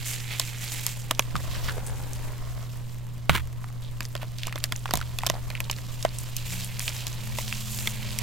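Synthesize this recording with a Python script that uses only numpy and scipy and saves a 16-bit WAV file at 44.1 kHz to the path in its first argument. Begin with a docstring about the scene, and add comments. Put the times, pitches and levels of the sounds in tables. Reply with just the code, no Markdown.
"""A small room with mains hum, low rumble and, late on, a distant motor spinning up.
Close to a phone, gloved hands crush water-soaked chalk in a bowl of slurry.
Snaps are short fractures through filters with ringing wet pockets; one block rings as it breaks in two.
Grit, crumbs and squelching paste are showers of random clicks, coloured and ridden by the hands.
Gulps are sputtering clicks through one resonance; pushes ring the bowl as decaying sines."""
import sys
import numpy as np
from scipy import signal
from scipy.fft import rfft, irfft
from scipy.io import wavfile
from scipy.ndimage import uniform_filter1d

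SR = 44100
rng = np.random.default_rng(int(sys.argv[2]) if len(sys.argv) > 2 else 0)


def to_wav(s):
    """Save 16-bit WAV."""
    ch = np.atleast_2d(s).T  # columns
    pcm = np.round(np.clip(ch, -1, 1) * 32767)  # PCM
    wavfile.write(sys.argv[1], SR, pcm.astype(np.int16))


N = 362502
TIME = np.arange(N) / SR  # s
OPPOSITE = np.array([[1], [-1]])  # left and right pulled apart

# Event levels are set before panning.
# motor's second order, twice its turning rate: [t/s, f/Hz, level/dB]
MOTOR = [(6.1, 140, -93), (6.55, 181, -42.5), (6.9, 201, -65), (7.3, 211, -46.5), (8.22, 213, -46.5)]
# steady work of the hands: [t/s, rubbing level/dB shared by crumbs and grit, paste squelch level/dB]
HANDS = [(0.0, -41.5, -62), (0.82, -43, -56), (1.19, -50.5, -53.5), (1.58, -43, -43.5), (1.83, -49, -46.5),
         (2.27, -49, -47.5), (3.07, -56, -58), (3.59, -57.5, -57), (5.01, -50, -56), (5.33, -52, -49),
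         (5.91, -48, -54), (6.68, -42, -53.5), (7.3, -44, -51), (7.62, -40, -53), (8.08, -40.5, -51),
         (8.22, -41.5, -46.5)]
# finger strokes across the chalk: [t/s, length/s, crumb level/dB, grit over crumbs/dB]
STROKES = [(0.043, 0.11, -42, 5), (0.272, 0.081, -40, -5), (0.372, 0.12, -43.5, 2),
           (0.596, 0.33, -43.5, 1.5), (1.498, 0.075, -41, -11), (1.628, 0.083, -43.5, -0.5),
           (4.378, 0.11, -48.5, -13), (6.449, 0.186, -44, 3.5), (6.8, 0.096, -47, 6.5),
           (6.93, 0.1, -45.5, -2), (7.339, 0.14, -47, 6.5), (7.664, 0.24, -52.5, 12.5)]
# hollow between the fingers: [t/s, ratio applied to the texture's resonances]
FINGER_GAP = [(0, 0.8), (.9, 0.82), (1.68, 1), (1.79, 0.71), (2.6, 1), (6.3, 0.96)]
# where the fingers work: [t/s, added shift to the left/dB]
SIDE_OF_WORK = [(1.2, -1.5), (1.85, 2), (2.6, 0)]
# lumps giving way: [t/s, wet pocket f/Hz, pocket level/dB, crack level/dB, grit tick level/dB]
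SNAPS = [(0.3973, 3550, -34, -27, -22), (0.8656, 1000, -43.5, -38.5, -23), (1.111, 1220, -28.5, -27, -26.5),
         (1.194, 990, -26.5, -20.5, -22), (3.295, 1130, -21, -20, -30.5), (4.006, 1597, -38.5, -33.5, -38),
         (4.1524, 576, -34.5, -37, -41), (4.47, 640, -42, -40.5, -35), (4.5575, 606, -37.5, -38.5, -40),
         (4.64, 3480, -38.5, -27.5, -26), (4.7222, 1420, -33.5, -30.5, -31.5),
         (4.9089, 1390, -34.5, -32.5, -35.5), (4.937, 730, -26, -28.5, -25), (4.955, 690, -37, -36, -30),
         (4.973, 700, -38.5, -44, -31), (5.187, 2700, -41, -30.5, -32.5), (5.2651, 695, -34, -28, -26),
         (5.269, 1400, -41, -29, -27), (5.2991, 616, -27.5, -28.5, -25), (5.5023, 637, -40.5, -37.5, -43),
         (5.604, 2530, -30, -48, -32), (5.698, 931, -37, -29, -39), (5.7129, 580, -48, -45, -29),
         (6.05, 646, -17.5, -34, -36), (6.3665, 569.6, -68, -44, -28.5), (6.7945, 1700, -47, -46, -29.5),
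         (7.0684, 674, -48, -36.5, -32), (7.386, 930, -35.5, -34.5, -36), (7.8731, 2380, -37.5, -24, -32),
         (8.188, 656, -53, -35, -27)]
# small pieces coming off: [t/s, f/Hz, level/dB]
FRAGMENTS = [(1.364, 3440, -36), (2.133, 6700, -39.5), (3.6426, 1220, -41), (4.0526, 4900, -38),
             (4.23, 590, -37.5), (4.385, 4470, -39), (4.4336, 3100, -31.5), (4.453, 3050, -43),
             (4.481, 1120, -38), (4.526, 1830, -34.5), (4.5787, 1880, -39), (4.645, 3324, -47),
             (4.762, 6900, -36), (4.8572, 1060, -29.5), (4.879, 2280, -43), (5.0134, 1430, -32),
             (5.2344, 914, -27.5), (5.34, 691, -37), (5.353, 720, -39.5), (5.5524, 2430, -32.5),
             (5.576, 2486, -43), (5.786, 1950, -43), (6.027, 6370, -33.5), (6.186, 7700, -34),
             (6.646, 9400, -36.5), (6.804, 2500, -34.5), (6.8793, 2920, -26.5), (6.892, 5640, -35),
             (7.079, 6400, -38.5), (7.5263, 2600, -28.5)]
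# chalk tearing and caving in: [t/s, length/s, level/dB before the swell]
TEARS = [(1.107, 0.0047, -19), (1.683, 0.015, -33), (3.295, 0.022, -29), (3.315, 0.079, -33.5),
         (3.3476, 0.019, -23), (3.372, 0.014, -31.5), (3.394, 0.015, -40), (4.212, 0.029, -39)]
# pushes that reach the bowl and table: [t/s, level/dB on top of the bowl's modes]
THUMPS = [(1.347, -32), (3.295, -23.5), (4.938, -31), (5.301, -38.5)]
# modes of the bowl on the table: [f/Hz, level/dB relative to the push, t60/s]
BOWL_MODES = [(74.8, 1, 0.84), (153, 10, 0.13), (205, 4, 0.072)]
# air and slurry squeezed out: [t/s, time to swell/s, f/Hz, level/dB before the swell]
GULPS = [(1.351, 0.0055, 1200, -30), (1.544, 0.0093, 1700, -34.5), (1.684, 0.0079, 1520, -30.5),
         (1.765, 0.0068, 537, -33), (1.862, 0.0092, 8500, -39), (3.574, 0.022, 1110, -55),
         (3.815, .025, 3540, -49.5)]
# modes of the big block as it breaks: [f/Hz, starting peak level/dB]
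BLOCK_MODES = [(1020, -8.5), (1450, -6), (2500, -6)]

# Colours are spectral outlines; only their shape counts, as the level is set afterwards.
# room rumble: [f/Hz, level/dB]
ROOM_COLOUR = [(24, 1.5), (38, -8.5), (170, -13.5), (300, -25.5), (1000, -38), (4000, -65), (15000, -53)]
# table rumble under the paste: [f/Hz, level/dB]
TABLE_COLOUR = [(55, -12.5), (300, -37), (900, -53.5)]
# wet paste: [f/Hz, level/dB]
PASTE_COLOUR = [(200, 2), (400, -1), (640, 7), (820, -1.5), (1020, 7), (1500, -3), (2100, -0.5),
                (4000, -71)]
# collapsing crumbs: [f/Hz, level/dB]
CRUMB_COLOUR = [(1300, -10), (2150, -3.5), (2600, 1.5), (3100, 1.5), (5000, -2), (9000, -14.5)]
# fine grit: [f/Hz, level/dB]
GRIT_COLOUR = [(3000, -40), (5000, -4), (7200, 5), (10000, -2.5), (12500, 1.5), (15500, -5)]
# body of a crack: [f/Hz, level/dB]
CRACK_COLOUR = [(700, -58), (1500, -16), (2500, -0.5), (3500, 2.5), (4800, -7.5), (7500, -42)]
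# bright tick of grit: [f/Hz, level/dB]
TICK_COLOUR = [(2500, -29), (5000, -1), (7000, -1), (10000, -7.5), (13000, -3), (16000, -16)]
# tearing chalk: [f/Hz, level/dB]
TEAR_COLOUR = [(200, -6.5), (750, -23.5), (980, -7), (3400, -11), (5000, -24), (15000, -25.5)]

HUM_HZ, HUM_DB = 120, -36.5
RUB_DB = -3  # crumbs and grit each, against the rubbing level
STROKE_ATTACK_S, STROKE_RELEASE_S = 0.015, 0.03
CRACK_RUN_S = 0.00034  # time a crack takes to cross a lump
BITS_HZ, BITS_DB = 3170, -45.5  # centre of the small bits that a snapping lump sheds
GULP_Q = 4.5  # sharpness of the pocket's resonance
BLOCK_S, BLOCK_T60 = 3.2955, 0.0089  # start and decay, s
TOP_HZ = 15900  # where the phone cuts the treble


def undb(db):
    """Decibels to gain."""
    return 10 ** (np.asarray(db) / 20)


def level(x, db):
    """Scale to an rms level in dB."""
    return x * undb(db) / np.sqrt(np.mean(x ** 2) + 1e-20)


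def burst_level(x, db):
    """Scale a burst to the energy of 10 ms at this rms level in dB."""
    return level(x, db + 10 * np.log10(SR / 100 / x.shape[-1]))


def pan(db):
    """Channel gains for a left minus right level in dB."""
    return undb(db * OPPOSITE / 2)


def curves(table):
    """Automation: the columns of a table joined by straight lines in time."""
    s, *columns = np.transpose(table)
    return [np.interp(TIME, s, column) for column in columns]


def colour(x, points, size=1024):
    """Causal minimum-phase filter with the given (Hz, dB) outline."""
    hz, db = np.transpose(points)
    grid = np.maximum(np.arange(size // 2 + 1) * SR / size, 1)
    outline_db = np.interp(np.log(grid), np.log(hz), db)
    # folding the cepstrum puts all the response after the onset
    cepstrum = irfft(np.log(undb(outline_db)))
    cepstrum[1:size // 2] *= 2
    cepstrum[size // 2 + 1:] = 0
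    response = irfft(np.exp(rfft(cepstrum)))
    return signal.fftconvolve(x, response[None], axes=1)[:, :x.shape[1]]


def ports(length, apart):
    """Noise at the two microphone ports, partly shared."""
    shared, own = rng.standard_normal((2, length))
    return (shared + apart * own * OPPOSITE) / np.hypot(1, apart)


def fade(t, t60):
    """Exponential decay by 60 dB in t60 seconds."""
    return undb(-60 * t / t60)


def add(out, s, x):
    """Mix a sound in at time s."""
    start = min(max(int(s * SR), 0), N)
    out[:, start:start + x.shape[1]] += x[:, :N - start]


def walk(rate):
    """Smooth chance with a spread of 1 that changes about rate times a second."""
    span = int(SR / rate)
    smooth = uniform_filter1d(rng.standard_normal(N), span)
    return level(uniform_filter1d(smooth, span), 0)


def grains(length, rate, scatter_db, apart):
    """Random clicks, rate a second, with chance sizes and stereo places."""
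    happens = rng.random(length) < rate / SR
    size = undb(scatter_db * np.minimum(rng.standard_exponential(length), 4))
    return happens * size * ports(length, apart)


def fracture(t, splinter_db, tail_db, tail_t60, apart):
    """One sharp break, splinters while the crack runs, then scatter between hands and bowl."""
    first = np.zeros((2, len(t)))
    first[:, 0] = 1
    splinters = ports(len(t), apart) * np.exp(-(t / (2 * CRACK_RUN_S)) ** 2)
    tail = ports(len(t), apart) * fade(t, tail_t60)
    return first + undb(splinter_db) * splinters + undb(tail_db) * tail


def background():
    """Mains hum as a sine, ventilation rumble as dark noise, and a motor's two orders rising in pitch."""
    hum = np.sin(2 * np.pi * HUM_HZ * TIME + 0.36 * OPPOSITE)
    hum = np.sqrt(2) * undb(HUM_DB) * pan(-1.6) * hum
    hz, db = curves(MOTOR)
    turn = np.pi * np.cumsum(hz) / SR  # phase of the first order
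    motor = np.sqrt(2) * undb(db) * (np.sin(2 * turn) + undb(-1.0) * np.sin(turn))
    rumble = level(colour(ports(N, apart=0.66), ROOM_COLOUR, size=8192), -39.5) * pan(0.17)
    return hum + motor + rumble


def ticks():
    """Lone wet grains keep parting with faint ticks, under all the rest."""
    clicks = grains(N, rate=31, scatter_db=0.5, apart=0.2)
    bright = level(colour(clicks, TICK_COLOUR), 0)
    body = level(colour(clicks, TEAR_COLOUR), 0)
    return level(bright + body, -61)


def strokes():
    """Gains of crumbs and grit: each stroke bites, slides and lets go, over the steady rubbing."""
    rub_db, _ = curves(HANDS)
    crumbs = grit = undb(rub_db + RUB_DB)
    for s, length, db, grit_db in STROKES:
        bite = np.clip((TIME - s) / STROKE_ATTACK_S, 0, 1)
        release = np.clip(1 - (TIME - s - length) / STROKE_RELEASE_S, 0, 1)
        slide = bite * release
        crumbs = np.hypot(crumbs, undb(db) * slide)
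        grit = np.hypot(grit, undb(db + grit_db) * slide)
    return crumbs, grit


def chips(low_hz, high_hz, cycles, scatter_db, count=2400, size=256):
    """Many grains part one by one, each with a tiny ring at its own pitch; rms 1."""
    out, t = np.zeros((2, N)), np.arange(size) / SR
    for when, pitch, strength, side in rng.random((count, 4)):
        hz = low_hz * (high_hz / low_hz) ** pitch
        # the root evens out the energy of long low and short high rings
        ring = np.sin(2 * np.pi * hz * t) * fade(t, cycles / hz) * np.sqrt(hz)
        add(out, when * N / SR, ring * undb(scatter_db * strength ** 2) * pan(10 * (side - .5)))
    return level(out, 0)


def retune(x, ratio):
    """Read a texture at a moving speed, which shifts every resonance by that ratio; rms 1."""
    place = np.cumsum(ratio)
    return level(np.array([np.interp(place, np.arange(len(side)), side) for side in x]), 0)


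def kneading():
    """Tiny bubbles burst in paste, crumbs collapse and grit fizzes, all in the same uneven spurts."""
    crumb_gain, grit_gain = strokes()
    _, paste_db = curves(HANDS)
    gap, = curves(FINGER_GAP)
    spurts = undb(1.2 * walk(126))
    # larger grains stand out of the rubbing, each with its own pitch
    crackle = chips(low_hz=2230, high_hz=5750, cycles=16, scatter_db=13)
    sparkle = chips(low_hz=4800, high_hz=14000, cycles=6.6, scatter_db=33)

    # the hollow between the fingers changes size and slides its resonances
    slide = gap * np.exp(.06 * walk(14))
    bubbles = grains(2 * N, rate=1500, scatter_db=1.0, apart=0.2)
    paste = retune(colour(bubbles, PASTE_COLOUR), slide)
    collapse = grains(2 * N, rate=4200, scatter_db=0.0, apart=0.22)
    crumbs = undb(-0.4) * retune(colour(collapse, CRUMB_COLOUR), slide)
    crumbs = crumbs + undb(-5.5) * retune(crackle, slide)

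    fizz = grains(N, rate=12000, scatter_db=-1.5, apart=0.51)
    grit = level(colour(fizz, GRIT_COLOUR), 0) + undb(-6) * sparkle
    # a deep hollow also muffles the finest grit: a copy one sample late dulls the top
    grit = level(grit + 2 * (1 - np.minimum(gap, 1)) * np.roll(grit, 1, axis=1), 0)
    # fine grit catches and slips on its own between the gloves
    grit = level(grit * undb(2 * walk(36)), 0)

    # pressing on the bowl makes the table rumble, 13.1 dB over the paste
    rumble = level(colour(ports(N, apart=1.6), TABLE_COLOUR, size=4096), 13.1)
    pressed = (paste * pan(-5.0) + rumble * pan(1.2)) * undb(paste_db)
    rubbed = crumbs * crumb_gain * pan(-3.5) + grit * grit_gain * pan(-1.3)
    return spurts * (pressed + rubbed)


def cavities(x, low_hz, high_hz, count=3):
    """The hollows around a breaking lump ring at a few chance pitches."""
    out = x
    for where in rng.random(count):
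        hz = low_hz * (high_hz / low_hz) ** where
        out = out + undb(10.5) * signal.lfilter(*signal.iirpeak(hz, 11, fs=SR), x)
    return out


def snaps(size=3072):
    """Each lump cracks, spits grit and opens a pocket of air in the paste that rings briefly."""
    out, t = np.zeros((2, N)), np.arange(size) / SR
    for s, hz, pocket_db, crack_db, tick_db in SNAPS:
        crack = fracture(t, splinter_db=-8.0, tail_db=-8.0, tail_t60=0.016, apart=0.17)
        crack = cavities(colour(crack, CRACK_COLOUR), low_hz=1530, high_hz=5900)
        tick = fracture(t, splinter_db=-4.5, tail_db=-18, tail_t60=0.026, apart=0.43)
        tick = colour(tick, TICK_COLOUR)
        depth = (600 / max(hz, 600)) ** 4  # 1 for the deepest pockets
        ring = np.sin(2 * np.pi * hz * t + 0.74 * depth * OPPOSITE) * fade(t, 17 / hz)
        slap = fracture(t, splinter_db=5, tail_db=9, tail_t60=0.03, apart=0.24)
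        slap = colour(slap, PASTE_COLOUR)
        # a pocket that opens without a crack rings clean; a hard crack slaps the paste around it
        slap_db = min(pocket_db + 0.5, crack_db + 7.5)
        # low pockets lie under the right hand
        pocket = burst_level(ring, pocket_db) * pan(-2 - 4 * depth)
        pocket = pocket + burst_level(slap, slap_db) * pan(-3.5)
        chalk = (burst_level(crack, crack_db) + burst_level(tick, tick_db)) * pan(-2.0)
        add(out, s, pocket + chalk)
    return out


def fragments(size=1024, count=4):
    """Small pieces click off at their own pitches; every piece and snap sheds fainter bits."""
    out, t = np.zeros((2, N)), np.arange(size) / SR
    showers = [(s, hz, db - 15) for s, hz, db in FRAGMENTS]
    showers += [(row[0], BITS_HZ, BITS_DB) for row in SNAPS]
    bits = []
    for s, hz, db in showers:
        for late, pitch, strength in rng.standard_normal((count, 3)):
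            bits.append((s + .028 * abs(late), hz * np.exp(pitch / 2), db + 2 * strength))
    for s, hz, db in list(FRAGMENTS) + bits:
        click = fracture(t, splinter_db=-7.5, tail_db=-14, tail_t60=0.017, apart=0.27)
        ring = signal.lfilter(*signal.iirpeak(min(hz, SR / 3), 3.5, fs=SR), click)
        add(out, s, burst_level(ring, db))
    return out * pan(-2.3)


def tears(size=4096):
    """A dense run of small fractures as a face of chalk pulls apart."""
    out, t = np.zeros((2, N)), np.arange(size) / SR
    for s, length, db in TEARS:
        swell = np.minimum(t / 0.0012, 1) * np.exp(-(t / length) ** 4)
        run = grains(size, rate=2000, scatter_db=-0.5, apart=0.33)
        add(out, s, swell * level(colour(run, TEAR_COLOUR), db))
    return out * pan(-2.9)


def thumps(size=16384):
    """Hard pushes shake bowl and table, which rocks the two ports against each other."""
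    out, t = np.zeros((2, N)), np.arange(size) / SR
    ring = 0
    for hz, db, t60 in BOWL_MODES:
        ring = ring + undb(db) * np.sin(2 * np.pi * hz * t + OPPOSITE) * fade(t, t60)
    attack = np.minimum(t / .001, 1)
    for s, db in THUMPS:
        add(out, s, undb(db) * ring * attack * pan(-4))
    return out


def gulps(size=8192):
    """Air and slurry force through a narrow pocket, which sputters and rings at one pitch."""
    out, t = np.zeros((2, N)), np.arange(size) / SR
    for s, swell_s, hz, db in GULPS:
        bubbling = grains(size, rate=1300, scatter_db=4.5, apart=0.38)
        ring = signal.lfilter(*signal.iirpeak(hz, GULP_Q, fs=SR), bubbling)
        swell = t / swell_s * np.exp(1 - t / swell_s)
        add(out, s, swell * level(ring, db))
    return out * pan(-2.2)


def block(size=2048):
    """The big block rings briefly at its modes as it breaks in two."""
    out, t = np.zeros((2, N)), np.arange(size) / SR
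    ring = sum(undb(db) * np.sin(2 * np.pi * hz * t) for hz, db in BLOCK_MODES)
    add(out, BLOCK_S, ring * fade(t, BLOCK_T60) * pan(-1.4))
    return out


def scene():
    """The chalk in its room; gulps and kneading move with the fingers."""
    side_db, = curves(SIDE_OF_WORK)
    fingers = (kneading() + gulps()) * pan(side_db)
    breaks = snaps() + fragments() + tears() + block()
    return background() + ticks() + fingers + breaks + thumps()


def record(dry):
    """The phone clips peaks beyond full scale, then a steep low-pass cuts the top."""
    low_pass = signal.ellip(10, .2, 70, TOP_HZ, fs=SR, output="sos")
    return signal.sosfilt(low_pass, np.clip(dry, -1, 1))


dry = scene()
out = record(dry)
to_wav(out)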